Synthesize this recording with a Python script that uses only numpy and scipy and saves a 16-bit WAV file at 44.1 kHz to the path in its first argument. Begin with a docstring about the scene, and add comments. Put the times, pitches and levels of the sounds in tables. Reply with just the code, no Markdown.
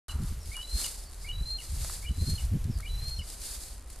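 """A bird on a grassy hillside repeats a whistle that climbs in three steps and drops at the end.
Each note is one pure, sliding tone that echoes off the slope. An elk walks through the tall grass,
which swishes and ticks against its legs and crunches underfoot, all made of shaped noise.
Wind rumbles and thumps on the microphone over a faint hiss, and a second bird chirps far off."""
import sys
import numpy as np
from scipy import signal
from scipy.fft import rfft, irfft
from scipy.io import wavfile
from scipy.ndimage import uniform_filter1d

SR = 44100
rng = np.random.default_rng(int(sys.argv[2]) if len(sys.argv) > 2 else 0)


def wav_out(sig):
    """Save sig, one row per channel (or a flat mono array), as 16-bit PCM at SR to the path in sys.argv[1]."""
    wavfile.write(sys.argv[1], SR, np.round(np.clip(np.atleast_2d(sig).T, -1, 1) * 32767).astype(np.int16))


N = 176400
TIME = np.arange(N) / SR
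START_S, CUTOFF_HZ = .083, 13200

# The bird's calls. Each row: starts in seconds of the three steps, the whistle and the drop,
# a pitch multiplier, then the base levels in dB of those five notes.
CALLS = [(.515, .549, .624, .668, .838, .998, -41.5, -35, -42, -37, -32),
         (1.245, 1.281, 1.323, 1.422, 1.583, .994, -43.5, -35, -42, -33, -35),
         (2.025, 2.059, 2.094, 2.18, 2.377, 1.004, -44, -38, -54, -37.5, -36),
         (2.827, 2.86, 2.886, 2.974, 3.189, 1.006, -44, -40, -43, -35.5, -33)]
# Note shapes. Each row: place in the note from 0 to 1, pitch in Hz, dB added to the base level.
STEP_1_SHAPE = [(0, 2140, 4), (.35, 2260, -13), (.7, 2397, -2.5), (1, 2220, -1)]
STEP_2_SHAPE = [(0, 2930, -13.5), (.3, 2880, -4), (.65, 2925, -8), (1, 3046, -2.5)]
STEP_3_SHAPE = [(0, 3934, -8), (1, 3992, -2)]
WHISTLE_SHAPE = [(0, 4020, -13.5), (.25, 4120, -8.5), (.45, 4190, -4.5), (.7, 4220, -3), (.88, 4212, -5),
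                 (1, 4175, -8)]
DROP_SHAPE = [(0, 3193, -6.5), (.3, 2910, -6), (.65, 2936, -15), (1, 2686, -1)]
PIP_SHAPE = [(0, 2260, -12), (1, 2010, -35)]
# Moments when the song's level dips briefly, in seconds.
SONG_DIPS = [.666, 1.372, 1.414, 1.449, 2.252, 2.342, 3.011, 3.102, 3.16]
# Crunches underfoot. Each row: start in seconds, level in dB, pitch in Hz, fade time in seconds.
CRUNCHES = [(0.083, -51, 1160, 0.15), (.57, -49, 1270, 0.028), (1.847, -31.5, 950, 0.003),
            (1.897, -32, 1240, 0.0025), (2.801, -48, 1500, .008)]
# Legs brushing grass, and wind gusts. Each row: middle in seconds, half length in seconds, level in dB.
LEG_SWISHES = [(0.106, 0.028, -49), (0.277, 0.038, -49.5), (0.567, 0.089, -47.5), (0.831, 0.049, -35),
               (0.984, 0.086, -49.5), (1.237, 0.058, -50.5), (1.504, 0.041, -52), (1.642, 0.027, -43.5),
               (1.869, 0.11, -42), (2.281, 0.053, -42.5), (2.414, 0.032, -44.5), (2.843, 0.07, -56),
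               (3.111, 0.081, -50.5), (3.306, 0.054, -46), (3.495, 0.058, -39.5), (3.647, 0.069, -45.5),
               (3.94, 0.05, -54)]
WIND_GUSTS = [(0.276, 0.11, -33.5), (1.391, 0.097, -35.5), (1.796, 0.055, -32.5), (2.454, 0.28, -34),
              (3.01, 0.1, -32)]
# Tone of the grass, wind, rough air in a thump, and hiss. Each row: frequency in Hz, strength in dB.
GRASS_TONE = [(300, -8), (3100, -7.5), (3800, -0.5), (4700, 4), (5840, -3), (6330, 0.5), (9330, 4),
              (13000, -4.5)]
RUMBLE_TONE = [(20, -5), (42, 5.5), (65, 2), (95, -6.5), (130, -10.5), (250, -41.5)]
BUFFET_TONE = [(80, -1.5), (185, 3), (280, -10.5), (450, -23), (1500, -68)]
HISS_TONE = [(100, 10), (700, 3.5), (3100, -6.5), (6000, -25), (9000, -30), (13000, -43)]
# Stereo width. Each row: frequency in Hz, gain in dB of the part that sets left and right apart.
STEREO_WIDTH = [(3000, -92), (4500, -6.5), (6500, -4), (12500, -3.5)]
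# Wind thumps on the microphone. Each row: middle in seconds, level in dB, pitch in Hz.
WIND_THUMPS = [(0.156, -28.5, 75.2), (0.203, -32.5, 137.5), (0.234, -29.5, 117.1), (0.319, -25, 69.1),
               (0.487, -33, 72.4), (0.751, -21, 54.33), (1.419, -23, 48), (1.738, -27.5, 73.4),
               (2.109, -22.5, 62.4), (2.183, -25.5, 80), (2.23, -20, 78), (2.288, -25, 145.2),
               (2.331, -24, 85), (2.443, -22, 58.2), (2.531, -23, 90.8), (2.559, -24.5, 140.4),
               (2.656, -25.5, 81.4), (2.697, -24.5, 115), (2.766, -25.5, 70), (3.2, -29.5, 69.7)]
# Dry stalks ticking. Each row: start in seconds, level in dB.
STALK_TICKS = [(0.235, -41), (.567, -33), (.864, -29), (2.642, -40), (2.777, -45), (2.787, -40),
               (2.805, -37.5), (3.083, -36.5), (3.301, -34), (3.901, -41), (3.96, -42)]
# The far bird's chirps. Each row: start in seconds, length in seconds, starting pitch in Hz.
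FAR_CHIRPS = [(0.402, 0.067, 5740), (1.016, 0.081, 5430), (1.206, 0.089, 5270), (2.702, .1, 5520),
              (3.146, 0.11, 5880)]


def from_db(db):
    """Turn decibels into a multiplier."""
    return 10 ** (np.asarray(db) / 20)


def unit_power(x):
    """Scale a sound so its average power is 1."""
    return x / np.sqrt(np.mean(x ** 2) + 1e-20)


def colour(x, tone):
    """Make each frequency louder or softer, following a table."""
    hz, db = np.transpose(tone)
    all_hz = np.arange(N // 2 + 1) * SR / N
    gain = from_db(np.interp(np.log(all_hz + 1), np.log(hz), db))
    return irfft(rfft(x) * gain, N)


def drift(rate_hz):
    """A smooth random wobble, about 1 in size."""
    r = np.exp(-2 * np.pi * rate_hz / SR)
    return unit_power(signal.lfilter([1], [1, -2 * r, r * r], rng.standard_normal(N + SR))[SR:])


def spread(middle, side):
    """Make stereo that is wide only in the treble."""
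    return middle + colour(side, STEREO_WIDTH) * np.array([[1], [-1]])


def swell(middle_s, half_s, db):
    """The power of one smooth rise and fall."""
    return from_db(2 * db) / np.cosh(np.clip((TIME - middle_s) / half_s, -30, 30)) ** 2


def note(shape, start, end, db, pitch, fade_s=.009):
    """A pure tone that slides along its shape; pitch multiplies its frequency at every sample."""
    places, hz, shape_db = np.transpose(shape)
    on = (TIME >= start) & (TIME < end)
    t, out = TIME[on], np.zeros(N)
    place = (t - start) / (end - start)
    fade = np.sin(np.pi / 2 * np.clip(np.minimum(t - start, end - t) / fade_s, 0, 1))
    level = from_db(db + np.interp(place, places, shape_db))
    cycles = np.cumsum(np.interp(place, places, hz) * pitch[on]) / SR
    out[on] = np.sqrt(2) * fade * level * np.sin(2 * np.pi * cycles)
    return out


def bird(overlap_s=.0082, gap_s=.006, drop_s=.026, pip_s=.018):
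    """Three short steps up, a long arched whistle, a tiny gap, then a quick drop and a last pip."""
    waver = 1 + .0016 * drift(33)
    # An earlier call is just ending as the sound begins.
    out = note(DROP_SHAPE, .089, .089 + drop_s, db=-34.5, pitch=waver)
    out += note([(0, 4016, .0083), (1, 4060, .0043)], START_S, .089 + drop_s + pip_s, -51, waver)
    for first, second, third, whistle, drop, tuning, *levels in CALLS:
        first_db, second_db, third_db, whistle_db, drop_db = levels
        pitch = tuning * waver
        out += note(STEP_1_SHAPE, first, second + overlap_s, first_db, pitch)
        out += note(STEP_2_SHAPE, second, third, second_db, pitch)
        out += note(STEP_3_SHAPE, third, whistle - gap_s, third_db, pitch)
        out += note(WHISTLE_SHAPE, whistle, drop - gap_s, whistle_db, pitch)
        out += note(DROP_SHAPE, drop, drop + drop_s, drop_db, pitch)
        out += note(PIP_SHAPE, drop + drop_s, drop + drop_s + pip_s, drop_db, pitch)
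    return hillside(out, echo_db=-13.5) * flutter()


def hillside(x, echo_db, echo_s=.42, bounce_s=.0227, bounce_db=-13.5):
    """Add one nearby bounce and the scattered echo of the slope."""
    t = TIME[:SR]
    tail = rng.standard_normal(SR) * from_db(-60 * t / echo_s) * (t > .012)
    echo = signal.fftconvolve(x, unit_power(tail) / np.sqrt(SR))[:N]
    bounce = np.interp(TIME - bounce_s, TIME, x)
    return x + from_db(bounce_db) * bounce + from_db(echo_db) * echo


def flutter(tremble_db=1.8, dip_depth=.92, dip_half_s=.007):
    """The song's level trembles, and now and then it dips for a moment."""
    dips = sum(np.exp(-((TIME - s) / dip_half_s) ** 2) for s in SONG_DIPS)
    return (1 - dip_depth * dips) * from_db(tremble_db * drift(70))


def crunches(band_ratio=1.34):
    """Each stalk the elk steps on gives a fading burst of noise around its own pitch."""
    out = np.zeros((2, N))
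    for start, db, hz, fade_s in CRUNCHES:
        age = np.maximum(TIME - start, 0)
        band = signal.butter(2, [hz / band_ratio, hz * band_ratio], "band", fs=SR, output="sos")
        noise = unit_power(signal.sosfilt(band, rng.standard_normal((2, N))))
        out += from_db(db) * noise * (age > 0) * np.exp(-np.minimum(age / fade_s, 40))
    return spread(*out)


def grass(rest_db=-66.5, flicker_db=1.5, base_clicks_per_s=2500, click_share=.18):
    """Blades slide and flick against the legs: a hiss full of tiny clicks, denser in each stride."""
    power = from_db(2 * rest_db) + sum(swell(*row) for row in LEG_SWISHES)
    swish_db = 10 * np.log10(power) + flicker_db * drift(22.4)
    clicks_per_s = base_clicks_per_s * from_db((swish_db - swish_db.mean()) / 2)
    hits = rng.random((2, N)) < clicks_per_s / SR
    sizes = from_db(-.5 * np.minimum(rng.exponential(1, (2, N)), 5))
    clicks = unit_power(hits * sizes * rng.choice([-1, 1], (2, N)))
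    rub = np.sqrt(click_share) * clicks + np.sqrt(1 - click_share) * rng.standard_normal((2, N))
    loudness = np.hypot(from_db(swish_db), ticks(swish_db))
    return spread(*(unit_power(colour(rub, GRASS_TONE)) * loudness))


def swirling_air(tone, db):
    """The low noise of swirling air, with its slow swings in level evened out."""
    swirls = colour(rng.standard_normal(N), tone)
    return swirls / np.sqrt(uniform_filter1d(swirls ** 2, size=9000)) * from_db(db)


def wind(breeze_top_hz=61):
    """A steady breeze gives only the deepest rumble; each gust adds more."""
    keep_lows = signal.butter(2, breeze_top_hz, fs=SR, output="sos")
    breeze = signal.sosfilt(keep_lows, swirling_air(RUMBLE_TONE, db=-42))
    gust_power = sum(swell(*row) for row in WIND_GUSTS)
    return breeze + swirling_air(RUMBLE_TONE, db=0) * np.sqrt(gust_power)


def hiss():
    """A faint, steady background noise."""
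    return from_db(-57.5) * spread(*unit_power(colour(rng.standard_normal((2, N)), HISS_TONE)))


def thumps(half_s=.016):
    """Each swirl that hits the microphone gives a short, round thump; higher ones are rougher."""
    out, buffet = np.zeros(N), swirling_air(BUFFET_TONE, db=-9.5)
    for middle_s, db, hz in WIND_THUMPS:
        push = np.sin(2 * np.pi * (hz * TIME + rng.random()))
        roughness = buffet * (hz / 100) ** 1.83
        out += from_db(db) * np.exp(-((TIME - middle_s) / half_s) ** 2) * (push + roughness)
    return out


def ticks(swish_db, crackles_per_s=60, fade_s=.002):
    """The loudness of stalks flicking back: clear ticks, plus random crackle that follows the stride."""
    crackle_db = 8.5 + (swish_db + swish_db.mean()) / 2
    flicks = (rng.random(N) < crackles_per_s / SR) * rng.random(N) * from_db(crackle_db)
    for start, db in STALK_TICKS:
        flicks[int(start * SR)] += from_db(db)
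    return signal.lfilter([1], [1, -np.exp(-1 / (fade_s * SR))], flicks + 1e-18)


def far_bird(fall_hz_per_s=12000):
    """Thin chirps that slide down; a fast wobble in pitch makes them raspy."""
    rasp = 1 + .032 * drift(182)
    out = np.zeros(N)
    for start, length, hz in FAR_CHIRPS:
        slide = [(0, hz, 0), (1, hz - fall_hz_per_s * length, 0)]
        out += note(slide, start, start + length, db=-58.5, pitch=rasp)
    return hillside(out, echo_db=-7)


def scene():
    """Birds, grass and wind over the steady hiss."""
    return hiss() + bird() + far_bird() + grass() + crunches() + wind() + thumps()


def record(dry):
    """The microphone switches on after a moment and cuts off the highest treble."""
    treble_cut = signal.firwin(401, CUTOFF_HZ, fs=SR)
    return signal.fftconvolve(dry * (TIME > START_S), treble_cut[None], mode="same", axes=1)


dry = scene()
out = record(dry)
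wav_out(out)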